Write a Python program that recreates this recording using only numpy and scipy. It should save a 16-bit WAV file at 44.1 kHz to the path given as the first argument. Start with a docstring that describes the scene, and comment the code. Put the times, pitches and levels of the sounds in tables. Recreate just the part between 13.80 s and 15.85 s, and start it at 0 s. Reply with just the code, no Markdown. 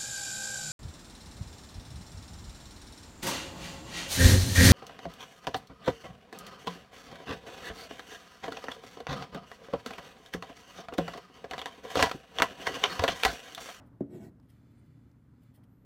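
"""First comes a soft, dull rub, over the low rumble and mains hum of a quiet room. A glue stick bumps
a desk with a dull thump, then scrapes across a sheet of paper, its friction making the desk top rumble.
Afterwards fingers brush, tick and faintly squeak on the plastic tube as it changes hands."""
import sys
import numpy as np
from scipy import signal
from scipy.fft import rfft, irfft
from scipy.io import wavfile

SR = 44100
rng = np.random.default_rng(int(sys.argv[2]) if len(sys.argv) > 2 else 0)


def store_wav(level_fs):
    """Save 16-bit WAV to argv[1]."""
    pcm = np.round(np.clip(np.atleast_2d(level_fs), -1, 1) * 32767)
    wavfile.write(sys.argv[1], SR, pcm.T.astype(np.int16))


N = 90404
TIME = np.arange(N) / SR

# notes at which the plastic tube rings (pitch [Hz], width [Hz], boost [dB])
TUBE_NOTES = [(3233, 190, 11), (4020, 1300, 3.5), (5000, 150, 8.5)]


def from_db(db):
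    """Turn decibels into a number to multiply by."""
    return 10 ** (np.asarray(db) / 20)


def rms_one(x):
    """Scale a sound so that its average strength (rms) is 1."""
    return x / np.sqrt(np.mean(x ** 2) + 1e-20)


def in_time(rows):
    """Join (time, value) rows with straight lines; outside them give -160, which in dB is silence."""
    return np.interp(TIME, *np.transpose(rows), left=-160, right=-160)


def colour(x, tone, tilt_db=0):
    """Shape a sound by (pitch, level) rows, tilted per octave and fading past the ends; strength 1."""
    hz, db = np.transpose(tone)
    octave, points = np.log2(np.fft.rfftfreq(N, 1 / SR) + 1), np.log2(hz)
    outside = np.abs(octave - np.clip(octave, points[0], points[-1]))
    gain_db = np.interp(octave, points, db) + tilt_db * octave - 20 * outside
    return rms_one(irfft(rfft(x) * from_db(gain_db), N))


def grains(per_s, spread_db):
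    """Friction: tiny slips of uneven size at random moments."""
    sizes = from_db(spread_db * np.minimum(rng.exponential(1, N), 4))
    return rms_one(sizes * rng.choice([-1, 1], N) * (rng.random(N) < per_s / SR))


def stroke(start, rise, fall):
    """A smooth swell, then a fade of 20 dB every `fall` seconds."""
    age = TIME - start
    swell = np.sin(np.pi / 2 * np.clip(age / rise, 0, 1)) ** 2
    return swell * from_db(-20 * np.maximum(age - rise, 0) / fall)


def ring(x, hz, ring_s):
    """Each push starts a note that fades by 60 dB in ring_s seconds."""
    r, w = np.exp(-np.log(1000) / (ring_s * SR)), 2 * np.pi * hz / SR
    return signal.lfilter([0, np.sin(w)], [1, -2 * r * np.cos(w), r * r], x + 1e-18)


def resonance(x, hz, width_hz):
    """Keep the part of a sound that lies near one pitch."""
    r = np.exp(-np.pi * width_hz / SR)
    poles = [1, -2 * r * np.cos(2 * np.pi * hz / SR), r * r]
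    return signal.lfilter(np.array([1, 0, -1]) * (1 - r * r) / 2, poles, x + 1e-18)


def tube(x, notes):
    """A hollow tube adds its own ringing to a contact noise."""
    return x + sum(from_db(db) * resonance(x, hz, width) for hz, width, db in notes)


def scatter(x, decay_s=0.0041, level_db=2):
    """Add quick reflections off the desk and hands close by."""
    tail = rng.standard_normal(N) * np.exp(-TIME / decay_s)
    return x + from_db(level_db) * signal.fftconvolve(x, tail / np.linalg.norm(tail))[:N]


def background(room_db=-60.5, hum_hz=116.7, hum_db=-63):
    """The room's steady low rumble, faint hiss and mains hum."""
    # tone of the room noise (pitch [Hz], relative level [dB])
    room_tone = [(28, -32.5), (45, -9), (75, 0), (150, 1.5), (205, -9.5), (260, -0.5), (340, -17.5),
                 (520, -26.5), (1400, -27.5), (2500, -40), (5000, -48), (15000, -49)]
    hum = from_db(hum_db) * rms_one(np.sin(2 * np.pi * hum_hz * TIME))
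    return from_db(room_db) * colour(rng.standard_normal(N), room_tone) + hum


def handling():
    """Hands moving on the desk make a soft rumble."""
    # loudness of the movement (time [s], level [dB])
    movement = [(0, -60.5), (.62, -59.5), (.74, -65.5), (.82, -62.5), (1.15, -63), (1.4, -68.5),
                (1.75, -63), (1.86, -66.5), (2.05, -64)]
    # tone of the rumble (pitch [Hz], relative level [dB])
    rumble_tone = [(50, -9), (270, -5.5), (360, -18), (600, -25)]
    return from_db(in_time(movement)) * colour(grains(800, spread_db=2.5), rumble_tone)


def rubs():
    """Glue or skin rubs with a dull, fine-grained friction."""
    # soft rubs (start [s], rise [s], fall [s], level [dB])
    touches = [(-.02, 0.023, 0.15, -59.5), (.11, 0.029, 0.051, -74.5), (0.203, 0.0043, 0.045, -58.5),
               (0.597, 0.0018, 0.0089, -65.5), (1.764, 0.018, 0.2, -71.5)]
    # tone of a rub (pitch [Hz], relative level [dB])
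    rub_tone = [(250, -11), (600, 3.5), (1400, -4), (1900, -11.5), (2600, -22), (7000, -37.5)]
    loudness = sum(from_db(db) * stroke(start, rise, fall) for start, rise, fall, db in touches)
    return loudness * colour(grains(4000, spread_db=-3.5), rub_tone)


def finger_brushes():
    """Fingers brush the tube in short strokes, and the plastic rings along."""
    # brushes (start [s], rise [s], fall [s], level [dB], brightness [dB per octave])
    touches = [(0.049, 0.026, 0.013, -76.5, 8), (0.621, 0.01, 0.081, -81, 4), (.68, 0.018, 0.094, -73, 7),
               (.9, 0.014, 0.03, -79, 23), (1.05, 0.01, 0.02, -82, 14), (1.605, 0.032, 0.059, -78.5, 8.5),
               (1.732, 0.025, 0.045, -70.5, 8), (1.828, .014, 0.019, -75.5, 5)]
    # tone of skin on plastic (pitch [Hz], relative level [dB])
    skin_tone = [(1200, -2), (2000, 18.5), (3200, 4), (6300, -8.5), (9000, -1.5), (15000, -6)]
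    friction = scatter(tube(grains(11000, spread_db=7), TUBE_NOTES))
    return sum(from_db(db) * stroke(start, rise, fall) * colour(friction, skin_tone, tilt)
               for start, rise, fall, db, tilt in touches)


def nail_ticks(decay_s=0.00204):
    """Fingernails tap the tube; some taps make the plastic ring."""
    # taps (time [s], level [dB], ring compared with the tap [dB])
    taps = [(0.207, -61, -17.5), (0.5993, -67.5, 10), (.918, -71.5, -2), (1.315, -72, 14.5)]
    out = 0
    for start, db, ring_db in taps:
        burst = rng.uniform(-1, 1, N) * (TIME >= start) * np.exp(-np.abs(TIME - start) / decay_s)
        ringing = from_db(ring_db) * resonance(burst, hz=4870, width_hz=930)
        out = out + from_db(db) * (burst + ringing)
    return out


def thump():
    """The stick bumps the desk, settles and catches on the paper; later the hands nudge the desk."""
    # soft pushes on the desk (time [s], level [dB], contact length [s])
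    bumps = [(0.2075, -31, 0.00093), (.212, -34, 0.0022), (.2775, -46, 0.0045), (0.346, -44.5, 0.0022),
             (.427, -49, 0.0041), (.934, -56, .002), (1.262, -57, .0018)]
    force = np.zeros(N)
    for start, db, length in bumps:
        push = np.exp(-np.pi * ((TIME - start - length / 2) / length) ** 2)
        force -= from_db(db) * push / push.sum()
    return desk(force)


def desk(force, thud_hz=374.4, thud_width_hz=61, thud_db=9.5, bend_hz=232, bend_width_hz=173):
    """A pushed desk top rings at its own notes and gives way with a short thud."""
    # notes of the desk top (pitch [Hz], relative level [dB], ring time [s])
    desk_notes = [(87.8, -10.5, .4), (137.6, -12.5, 0.31), (222, -13, 0.24), (280.5, 3, 0.27),
                  (350.3, 2, 0.085), (465, -10.5, .28), (550, 8, 0.025), (618, -0.3, 0.072),
                  (670, -13, 0.18), (792, -9, 0.076)]
    ringing = sum(from_db(db) * ring(force, hz, ring_s) for hz, db, ring_s in desk_notes)
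    thud = from_db(thud_db) * ring(force, thud_hz, np.log(1000) / (np.pi * thud_width_hz))
    # bending waves near bend_hz travel slowly, so the low notes arrive a little late
    r = np.exp(-np.pi * bend_width_hz / SR)
    poles = np.array([1, -2 * r * np.cos(2 * np.pi * bend_hz / SR), r * r])
    delayed = signal.lfilter(poles[::-1], poles, ringing + thud)
    # the desk gives off little deep bass
    return signal.sosfilt(signal.butter(3, 98, "high", fs=SR, output="sos"), delayed)


def scrape(rumble_peak_db=-46.5, rumble_follows=0.57, upper_ratio=1.77):
    """Paper fibres hiss under the stick while coarser slips shake the desk and make the stick judder."""
    # loudness of the hiss as the stick presses down (time [s], level [dB])
    pressure = [(.27, -100), (.304, -73.5), (.35, -63), (.392, -69), (.445, -62), (.472, -67),
                (.496, -76.5), (.515, -101)]
    # hollow ringing of the stick on the paper (pitch [Hz], width [Hz], boost [dB])
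    stick_notes = [(830, 16, 25.5), (1508, 23, 8.5), (1885, 42, 10), (2227, 71, 6.5), (3420, 280, 0.5),
                   (7820, 240, 1.5)]
    # tone of paper friction (pitch [Hz], relative level [dB])
    paper_tone = [(500, 18), (900, 6.5), (1400, 13.5), (2000, 8), (2800, 1), (6500, 1.5), (15000, 0)]
    # tone of the desk, damped by the pressing hand (pitch [Hz], relative level [dB])
    desk_tone = [(80, -10.5), (205, 4.5), (285, 0), (700, -18)]
    # two notes that shift with the grip (time [s], lower pitch [Hz], lower level [dB], upper level [dB])
    judder_notes = [(.28, 342, -69, -87), (.32, 354.3, -50, -67.5), (0.386, 360, -48.5, -64.5),
                    (.412, 368.7, -64.5, -61.5), (.475, 392, -56.5, -63), (.515, 382, -72, -87)]
    pressure_db = in_time(pressure)
    fibres = scatter(tube(grains(6000, spread_db=3.5), stick_notes))
    hiss = from_db(pressure_db) * colour(fibres, paper_tone)
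    rumble_db = rumble_peak_db + rumble_follows * (pressure_db - pressure_db.max())
    rumble = from_db(rumble_db) * colour(grains(1500, spread_db=-1), desk_tone)
    times, *columns = np.transpose(judder_notes)
    hz, lower_db, upper_db = (in_time(np.c_[times, column]) for column in columns)
    shaking = from_db(lower_db) * judder(hz) + from_db(upper_db) * judder(upper_ratio * hz)
    return hand_gap(hiss) + rumble + shaking


def judder(hz, width_hz=37):
    """Random slips shake the gripped stick in a wavering, gliding note."""
    slips = rng.standard_normal(N) + 1j * rng.standard_normal(N)
    sway = signal.sosfilt(signal.butter(2, width_hz / 2, fs=SR, output="sos"), slips)
    evened = sway / np.sqrt(np.abs(sway))  # smaller swings in loudness
    return rms_one(np.real(evened * np.exp(2j * np.pi * np.cumsum(hz) / SR)))


def hand_gap(hiss, width_hz=600, dip_db=8, peak_db=4.5, peak_above_hz=1050):
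    """The gap between hand and paper opens, sweeping a dip and a peak above it down through the hiss."""
    # the pitch that the gap weakens (time [s], pitch [Hz])
    dip_path = [(.3, 7100), (.335, 6660), (.46, 3380)]
    hz, times, frames = signal.stft(hiss, SR, nperseg=256)
    offset = hz[:, None] - np.interp(times, *np.transpose(dip_path))
    dip = np.exp(-(offset / width_hz) ** 2)
    peak = np.exp(-((offset - peak_above_hz) / width_hz) ** 2)
    return signal.istft(frames * from_db(peak_db * peak - dip_db * dip), SR)[1][:N]


def palm_slide():
    """The tube slides through the palm with a long, faint hiss."""
    # loudness of the slide (time [s], level [dB])
    slide = [(.6, -100), (.74, -80), (1.02, -80), (1.3, -84), (1.42, -93), (1.68, -79.5), (1.85, -102),
             (2.05, -91)]
    # tone of the palm on plastic (pitch [Hz], relative level [dB])
    palm_tone = [(800, -3.5), (1650, 7.5), (2600, 0.5), (5400, -6), (7000, -11.5), (9300, -11),
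                 (15000, -14)]
    return from_db(in_time(slide)) * colour(scatter(grains(16000, spread_db=3)), palm_tone)


def grip(level_db=-78):
    """Fingertips take hold, and a short run of slips rings the plastic."""
    slips = grains(2500, spread_db=-2)
    ringing = rms_one(tube(slips, TUBE_NOTES) - slips)
    return from_db(level_db) * stroke(start=.693, rise=.01, fall=.028) * ringing


def squeaks():
    """Skin dragging on plastic makes thin, high whistles."""
    # whistles (start [s], rise [s], fall [s], pitch [Hz], width [Hz], level [dB])
    whistles = [(.95, 0.048, 0.038, 8900, 1400, -83.5), (1.85, 0.084, 0.42, 12270, 855, -85.5)]
    drag = rng.standard_normal(N)
    out = 0
    for start, rise, fall, hz, width, db in whistles:
        whistle = rms_one(resonance(resonance(drag, hz, width), hz, width))
        out = out + from_db(db) * stroke(start, rise, fall) * whistle
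    return out


def wall_echo(x, ring_s=0.39, dull_above_hz=920, gain_db=-13.5):
    """The walls of the small room send back a short, dull wash of sound."""
    tail = rng.standard_normal(N) * np.exp(-np.log(1000) * TIME / ring_s) * (TIME > .008)
    echo = signal.fftconvolve(x, tail / np.linalg.norm(tail))[:N]
    return from_db(gain_db) * signal.sosfilt(signal.butter(1, dull_above_hz, fs=SR, output="sos"), echo)


def scene():
    """Mix the desk and hand sounds with the room, in one channel."""
    near = thump() + scrape() + rubs() + finger_brushes() + palm_slide()
    near += grip() + squeaks() + nail_ticks()
    return (near + wall_echo(near) + handling() + background())[None]


def record(dry):
    """Cut away the very highest treble."""
    cutoff_hz = 15450
    return signal.sosfilt(signal.ellip(12, .1, 70, cutoff_hz, fs=SR, output="sos"), dry)


dry = scene()
out = record(dry)
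store_wav(out)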